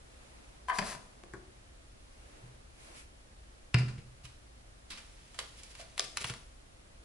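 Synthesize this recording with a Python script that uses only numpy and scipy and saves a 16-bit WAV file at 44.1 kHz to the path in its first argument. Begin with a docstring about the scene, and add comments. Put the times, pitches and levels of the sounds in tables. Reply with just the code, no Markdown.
"""Coaster, mug and snack on a desk

Quiet room, stereo microphone close to the desk. Left of centre a small wooden coaster sticks and slips
off a monitor stand and is laid down. A full ceramic mug lands on it with a clack, and the desk top booms.
A snack is picked up further off, the creases of its plastic wrapper snapping; it comes close and is
dropped beside the mug. Underneath are low room tone and the swish of a fleece sleeve."""
import sys
import numpy as np
from scipy import signal
from scipy.fft import rfft, irfft
from scipy.io import wavfile

SR = 44100
rng = np.random.default_rng(int(sys.argv[2]) if len(sys.argv) > 2 else 0)


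def int16_out(signal):
    """Quantize to a 16-bit WAV file."""
    q = np.round(np.clip(np.atleast_2d(signal).T, -1, 1) * 32767)
    wavfile.write(sys.argv[1], SR, q.astype(np.int16))


N = 310464
TIME = np.arange(N) / SR

# Levels are relative: each source has a gain of its own in the mix.
# contacts: t/s, level/dB, brightness/Hz, chatter/s
MUG_CLACKS = [(3.7385, -45, 2500, 0.008), (3.7425, -24, 9000, 0.0037), (3.7436, -17, 4000, 0.0013),
              (3.7465, -22.5, 1500, 0.0037)]  # the foot grazes, then meets the coaster
STAND_KNOCKS = [(0.7862, -17.5, 9000, 0.0092), (0.7905, -24.5, 1200, 0.01), (0.8165, -28.5, 1400, 0.0071),
                (0.8240, -27.5, 1000, 0.011), (0.9185, -35.5, 900, 0.019), (0.9480, -37, 600, 0.017)]  # coaster knocking on the stand
DESK_TAPS = [(1.2368, -34.5, 3000, 0.0022), (1.3365, -33.5, 3500, 0.0047), (1.3420, -39.5, 1600, 0.03)]  # coaster touching down
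# weight arriving on the desk top: t/s, level/dB, contact/s, share of the full ringing time
DESK_THUMPS = [(0.7880, -22, 0.0018, 0.18), (1.3356, -28.5, 0.0018, 0.42), (2.435, -26.5, 0.0024, 0.84),
               (3.744, 3.5, 0.0034, 1), (3.9830, -18, 0.0022, 0.29), (4.242, -24.5, 0.0041, 0.43),
               (6.245, -20, 0.0012, 0.19), (6.302, -17, 0.00078, 0.3)]
# creases snapping and jolting the snack: t/s, snap level/dB, pitch/Hz, chatter/s, jolt level/dB
CREASE_SNAPS = [(4.252, -42, 3100, 0.0074, -65), (4.903, -37, 3800, 0.065, -45.5),
                (4.9740, -44.5, 2350, 0.036, -56), (5.3440, -49, 2300, 0.025, -58),
                (5.389, -25.5, 3400, 0.0082, -42.5), (5.6338, -35.5, 8500, 0.0045, -65),
                (5.7510, -43.5, 3100, 0.0084, -56), (5.7960, -53, 3520, 0.023, -40),
                (5.9786, -27.5, 3150, 0.005, -43), (5.9950, -12.5, 5350, 0.0028, -28),
                (6.1711, -20.5, 3700, 0.0061, -36), (6.2424, -25.5, 2780, 0.013, -45),
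                (6.2980, -31.5, 3100, 0.015, -37.5), (6.3377, -36.5, 2900, 0.0046, -47)]

# resonances: f/Hz, width/Hz, level/dB
MUG_MODES = [(345, 130, -3), (694, 460, -6.5), (1040, 560, -2.5), (1780, 710, -1), (2520, 630, 2),
             (2800, 190, -16), (3750, 320, -11), (4720, 770, -5.5), (4930, 220, 2.5), (7100, 6000, -12)]
STAND_MODES = [(780, 63, -10), (947, 88, -2.5), (1030, 79, 4), (1214, 120, -5.5), (1516, 24, -4),
               (1730, 150, -9), (2040, 51, -9.5), (2410, 60, -13), (3100, 130, -17), (4700, 300, -22)]
COASTER_MODES = [(158, 74, 2), (360, 110, -4), (600, 57, 6), (760, 47, 2), (995, 113, 5), (1715, 270, 5),
                 (2440, 460, -1.5), (3360, 600, -6), (4700, 410, 0), (8500, 10000, -16.5)]
LAID_COASTER_MODES = [(130, 43, 3), (355, 26, 15), (548, 36, 2.5), (714, 100, 2), (1130, 140, 3.5),
                      (1590, 320, 1.5), (2300, 500, -4), (6630, 8300, -10)]  # resting on the desk
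SNACK_MODES = [(178, 83, -10), (363, 280, -11), (576, 250, -1), (814, 96, 0.5), (1144, 110, 4),
               (1420, 260, -2)]
# ringing of the desk top: f/Hz, level/dB, t60/s
DESK_MODES = [(77, -44.5, 0.97), (93, -58, 0.45), (124.54, -21, 0.56), (130, -72, 0.095),
              (138.2, -28, 0.46), (155.7, -31.5, 0.33), (202, -45.5, 0.95), (249.3, -46.5, 1),
              (350, -37.5, 0.38), (374, -29.5, 0.23), (472, -32.5, 0.68)]
# resonances of a crease: multiple of its pitch, width as a share of the frequency, level/dB
CREASE_MODES = [(.3, 0.23, -1), (.66, 0.4, 0.5), (1, 0.25, 3), (1.3, 0.31, -0.5), (1.9, .35, -3.5),
                (2.8, 1, -7.5)]

# hand and arm movements: peak t/s, level/dB, rise/s, fall/s
COASTER_PULLS = [(0.69, -46.5, 0.0083, 0.021), (0.768, -43.5, 0.031, 0.053), (0.882, -41, 0.043, 0.073)]  # wood sliding over the stand
WRAPPER_RUBS = [(4.245, -52.5, 0.008, 0.012), (5.60, -55, 0.038, 0.018), (5.71, -55.5, 0.012, 0.019),
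                (5.808, -49, 0.025, 0.017), (6.047, -45, 0.015, 0.015), (6.217, -38, 0.014, 0.015),
                (6.288, -41.5, 0.03, 0.024)]  # on fingers and desk
SLEEVE_SWISHES = [(0.32, -61.5, 0.35, 0.57), (1.05, -63.5, 0.32, 0.68), (2.38, -60.5, 0.24, 0.22),
                  (2.93, -58.5, 0.13, 0.073)]
SLEEVE_BRUSHES = [(0.28, -63, 0.35, 0.4), (2.32, -63, 0.22, 0.21), (2.84, -55.5, 0.071, 0.19),
                  (2.978, -51, 0.04, 0.057)]  # fleece against itself

# noise spectra: f/Hz, level/dB
SCRAPE_SPECTRUM = [(100, -27), (500, -2), (1000, 3), (2000, 1.5), (3200, -3), (5000, -1), (7500, -4.5),
                   (11000, -1.5)]
RUSTLE_SPECTRUM = [(200, -9), (1000, -13.5), (2000, -4.5), (3500, -5), (5500, -7), (8000, -9.5),
                   (11000, -8.5)]
SWISH_SPECTRUM = [(120, -3), (300, 0), (550, 2), (900, -2), (2000, -8.5), (5000, -21), (11000, -32)]
BRUSH_SPECTRUM = [(150, -6), (1800, 0.5), (2450, 4), (3200, -1), (7000, -3), (11000, -3)]
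ROOM_TONE_SPECTRUM = [(11, -19), (18, -4.5), (59, -1.5), (93, -13), (124, -10.5), (146, -19), (278, -18),
                      (374, -19.5), (405, -22.5), (559, -19), (931, -24.5), (1250, -24), (1360, -25),
                      (7760, -33.5), (11000, -34.5), (14300, -141), (22000, -120)]
# room echo: f/Hz, level/dB, t60/s
ECHO_BANDS = [(94, -6.5, 0.9), (300, 9.5, 0.37), (696, 2, 0.56), (2000, -1.5, 0.4), (5000, 0, 0.46),
              (11100, -9, 0.85)]
# left-right correlation of the echo and of the background: f/Hz, correlation (-1..1)
ECHO_CORRELATION = [(130, 0.88), (300, 0.58), (600, 0.61), (1100, 0.0083), (2000, 0.16), (5000, 0),
                    (11000, 0.34)]
AIR_CORRELATION = [(40, 1), (130, 0.85), (280, 0.14), (550, -0.15), (1000, -0.44), (2000, -0.34),
                   (5000, -0.14), (11000, 0.034)]


def mug(echo):
    """Close, a little left: the full mug clacks, then rocks to rest, each time softer and duller."""
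    start_s, gap_s, chatter_s = 3.784, 0.098, 0.036
    first_db, loss_db, bright_hz, dulling = -35, 8, 14000, 0.6
    rocks = [(start_s + k * gap_s, first_db - k * loss_db, bright_hz * dulling ** k, chatter_s)
             for k in range(3)]
    contacts = strikes(MUG_CLACKS + rocks, MUG_MODES, chatter=1, spot_db=2)
    return place(amp(4.5) * contacts, echo, pan_db=3.5, side_db=-6, room_db=-2)


def desk(echo):
    """Centre, nearly dry: half-sine pushes ring the desk top; the heavy mug makes it boom longest."""
    t, out = TIME[:SR], np.zeros(N)
    choke = amp(-130 * np.maximum(t - 0.24, 0))  # friction stops the last faint swings
    for s, db, contact_s, share in DESK_THUMPS:
        push = np.sin(np.pi * np.minimum(t / contact_s, 1))
        ring = sum(amp(level - 60 * t / (t60 * share)) * np.sin(2 * np.pi * hz * t)
                   for hz, level, t60 in DESK_MODES)
        add(out, s, amp(db) * signal.fftconvolve(push / push.sum(), ring * choke))
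    low_cut = signal.butter(2, 62, "high", fs=SR, output="sos")  # a board radiates no slow motion
    return place(signal.sosfilt(low_cut, out), echo, pan_db=-0.2, side_db=-20, room_db=-13)


def coaster(echo):
    """On the left: the wood judders, slides off the stand and is laid on the desk."""
    lift_off_s, fade_s = 0.96, 0.005
    judder = strikes(slips(), STAND_MODES, chatter=0.45, spot_db=2)
    touching = np.exp(-np.maximum(TIME - lift_off_s, 0) / fade_s)
    slide = strokes(COASTER_PULLS) * touching * grains(SCRAPE_SPECTRUM, per_s=6200, spread_db=3)
    knocks = strikes(STAND_KNOCKS, COASTER_MODES, chatter=0.9, spot_db=1.7)
    taps = strikes(DESK_TAPS, LAID_COASTER_MODES, chatter=0.43, spot_db=2.5)
    return (place(amp(-3.5) * judder, echo, pan_db=7, side_db=-1, room_db=-1)
            + place(amp(1) * (slide + knocks + taps), echo, pan_db=5, side_db=-7, room_db=-4.5))


def slips(count=9):
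    """Stick-slip contacts, nearly regular, that dull as the wood moves and weaken as it breaks free."""
    start_s, gap_s, jitter_s, chatter_s = 0.6845, 0.0085, 0.00131, 0.007
    grip_db, loss_db, spread_db = -23, 11, 1.5
    grip_s, release_s, bright_hz, dulling_s = 0.035, 0.012, 3800, 0.018
    rows = []
    for k, (late, strong) in enumerate(rng.standard_normal((count, 2))):
        age = k * gap_s
        free = np.clip((age - grip_s) / release_s, 0, 1)
        db = grip_db - loss_db * free + spread_db * strong
        rows.append((start_s + age + jitter_s * late, db, bright_hz / (1 + age / dulling_s), chatter_s))
    return rows


def snack(echo):
    """The wrapper crackles and jolts the snack, first further off with more room, then close by."""
    jolt_cycles, jolt_chatter_s = 8.6, 0.009  # a briefer snap gives a brighter jolt
    jolts = [(s, db, jolt_cycles / snap_s, jolt_chatter_s) for s, _, _, snap_s, db in CREASE_SNAPS]
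    crackle = amp(2) * crinkles(bright_hz=13900, chatter=1.72)
    rattle = amp(-1.5) * strikes(jolts, SNACK_MODES, chatter=1, spot_db=3)
    sound = crackle + rattle + rustle()
    close = np.interp(TIME, [5.85, 5.95], [0, 1])
    return (place(sound * (1 - close), echo, pan_db=-0.5, side_db=0, room_db=-1.5)
            + place(amp(-0.5) * sound * close, echo, pan_db=3, side_db=-4.5, room_db=-5))


def crinkles(bright_hz, chatter):
    """Each crease has a size, and so a pitch; it buckles, then springs back softer and lower."""
    rebound_s, rebound_loss_db, rebound_ratio = 0.0097, 11.5, 0.83
    out = np.zeros(N)
    for s, db, pitch, chatter_s, _ in CREASE_SNAPS:
        for delay, loss_db, hz in ((0, 0, pitch), (rebound_s, rebound_loss_db, pitch * rebound_ratio)):
            modes = [(k * hz, k * hz * width, level)
                     for k, width, level in CREASE_MODES if k * hz < SR / 2]
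            add(out, s + delay, strike(db - loss_db, bright_hz, chatter_s, modes, chatter))
    return out


def rustle():
    """The wrapper rustles finely as it is held and rubbed, bends before each snap and settles after."""
    from_s, until_s, far_db, near_db = 4.9, 6.33, -65.5, -61.5
    bend_s, settle_s, flex_db, snap_share = 0.0084, 0.057, -38.5, 0.47
    in_hand = (TIME > from_s) & (TIME < until_s)
    held = amp(np.interp(TIME, [from_s, until_s], [far_db, near_db])) * in_hand
    gains = [held, strokes(WRAPPER_RUBS)]
    for s, db, *_ in CREASE_SNAPS:
        flex = np.exp(-np.abs(TIME - s) / np.where(TIME < s, bend_s, settle_s))
        gains.append(amp(flex_db + snap_share * db) * flex)
    return np.linalg.norm(gains, axis=0) * grains(RUSTLE_SPECTRUM, per_s=4000, spread_db=2)


def sleeve():
    """Faint and wide: fleece swishes as the arm moves and brushes against itself."""
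    swish = coloured(diffuse(N, AIR_CORRELATION), SWISH_SPECTRUM)
    brush = coloured(diffuse(N, AIR_CORRELATION), BRUSH_SPECTRUM)
    return strokes(SLEEVE_SWISHES) * swish + strokes(SLEEVE_BRUSHES) * brush


def room_tone():
    """Steady low rumble and hiss from all round the microphone."""
    return amp(-55.51) * coloured(diffuse(N, AIR_CORRELATION), ROOM_TONE_SPECTRUM)


def room_echo(build_s):
    """The room's diffuse echo builds quickly and dies at its own rate in each octave."""
    size = 2 ** 15
    t, hz = TIME[:size], np.fft.rfftfreq(size, 1 / SR)
    noise, out = rfft(diffuse(size, ECHO_CORRELATION)), 0
    for centre in 62.5 * 2 ** np.arange(9):
        share = np.maximum(1 - np.abs(np.log2(np.maximum(hz, 1) / centre)), 0)
        band = amp(at_hz(ECHO_BANDS, centre)) * irfft(noise * share, size)
        t60 = at_hz(ECHO_BANDS, centre, column=2)
        decay = amp(-60 * t / t60) * (1 - np.exp(-t / build_s))
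        out = out + band * decay / np.linalg.norm(decay)
    return out


def place(x, echo, pan_db, side_db, room_db, scatter_s=0.002):
    """At the microphone: direct sound, treble scattered sideways by things on the desk, and the room."""
    t = TIME[:echo.shape[1]]
    burst = rfft(rng.standard_normal(len(t)) * np.exp(-t / scatter_s))
    smear = irfft(burst / np.abs(burst), len(t)) * (t < 10 * scatter_s)  # spread in time, uncoloured
    scatter = signal.lfilter(*signal.butter(1, 1500, "high", fs=SR), smear)
    pan = amp([[pan_db / 2], [-pan_db / 2]])  # positive is left
    paths = amp(side_db) * scatter * [[1], [-1]] + amp(room_db) * echo * np.sqrt(pan)
    direct = np.array([np.roll(x, 1), x])  # the right capsule is a little nearer
    return direct * pan + signal.fftconvolve(x[None], paths, axes=1)[:, :N]


def strikes(events, modes, chatter, spot_db):
    """Each contact meets the body at another spot and shares its force differently among the modes."""
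    out = np.zeros(N)
    for s, db, bright_hz, chatter_s in events:
        excited = [(hz, width, level + spot_db * rng.standard_normal()) for hz, width, level in modes]
        add(out, s, strike(db, bright_hz, chatter_s, excited, chatter))
    return out


def strike(db, bright_hz, chatter_s, modes, chatter):
    """A pulse and a dying spray of micro-contacts, dulled by the contact's softness, ring a body."""
    t = TIME[:SR // 8]
    pulse = 1. * (t == 0)
    spray = rng.standard_normal(len(t)) * rng.exponential(1, len(t)) * np.exp(-2 * t / chatter_s)
    contact = pulse + chatter * spray * np.sqrt(1000 / SR)
    pole = np.exp(-2 * np.pi * bright_hz / SR)
    sound = resonate(signal.lfilter([1 - pole], [1, -pole], contact), modes)
    ring = resonate(pulse, modes)
    # longer chatter carries more energy at the same height
    energy = (1 + chatter * chatter_s * 100) * np.sum(ring ** 2) / np.max(ring ** 2)
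    return amp(db) * sound * np.sqrt(energy / np.sum(sound ** 2))


def resonate(x, modes):
    """A body's resonances ring in parallel, with alternating sign."""
    out = 0
    for k, (hz, width, db) in enumerate(modes):
        radius = np.exp(-np.pi * width / SR)
        gain = (-1) ** k * amp(db) * (1 - radius ** 2) / 2
        feedback = [1, -2 * radius * np.cos(2 * np.pi * hz / SR), radius ** 2]
        out = out + signal.lfilter([gain, 0, -gain], feedback, x + 1e-18)
    return out


def grains(spectrum, per_s, spread_db):
    """Friction as a dense rain of tiny clicks of uneven size; rms 1."""
    sizes = amp(spread_db * np.minimum(rng.exponential(1, N), 4)) * rng.choice([-1, 1], N)
    return coloured(sizes * (rng.random(N) < per_s / SR), spectrum)


def strokes(rows):
    """Gain over time of hand movements, each a smooth rise and fall, summed in power."""
    gains = [amp(db) * np.exp(-((TIME - s) / np.where(TIME < s, rise, fall)) ** 2)
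             for s, db, rise, fall in rows]
    return np.linalg.norm(gains, axis=0)


def diffuse(size, correlation):
    """White stereo noise from all sides: alike in the bass, less so higher up."""
    mid, side = rfft(rng.standard_normal((2, size)))
    alike = np.clip(at_hz(correlation, np.fft.rfftfreq(size, 1 / SR)), -0.995, 0.995)
    left_right = np.sqrt(1 + alike) * mid + np.sqrt(1 - alike) * side * [[1], [-1]]
    return irfft(left_right / np.sqrt(2), size)


def coloured(x, spectrum):
    """Give noise a smooth spectrum; rms 1."""
    shaped = irfft(rfft(x) * amp(at_hz(spectrum, np.fft.rfftfreq(N, 1 / SR))), N)
    return shaped / np.std(shaped)


def at_hz(table, hz, column=1):
    """One column of a table, read on a log-frequency axis."""
    table = np.array(table)
    return np.interp(np.log(np.maximum(hz, 1)), np.log(table[:, 0]), table[:, column])


def add(track, s, sound):
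    """Mix a short sound into a track at time s."""
    start = int(round(s * SR))
    track[start:start + len(sound)] += sound[:N - start]


def amp(db):
    """Decibels to gain."""
    return 10 ** (np.asarray(db) / 20)


def scene():
    """Everything on the desk shares one room and one microphone position."""
    echo = room_echo(build_s=0.0021)
    return coaster(echo) + mug(echo) + desk(echo) + snack(echo) + room_tone() + sleeve()


def record(dry):
    """The top treble is cut steeply."""
    cutoff_hz = 11150
    return signal.sosfilt(signal.ellip(10, 0.1, 60, cutoff_hz, fs=SR, output="sos"), dry)


dry = scene()
out = record(dry)
int16_out(out)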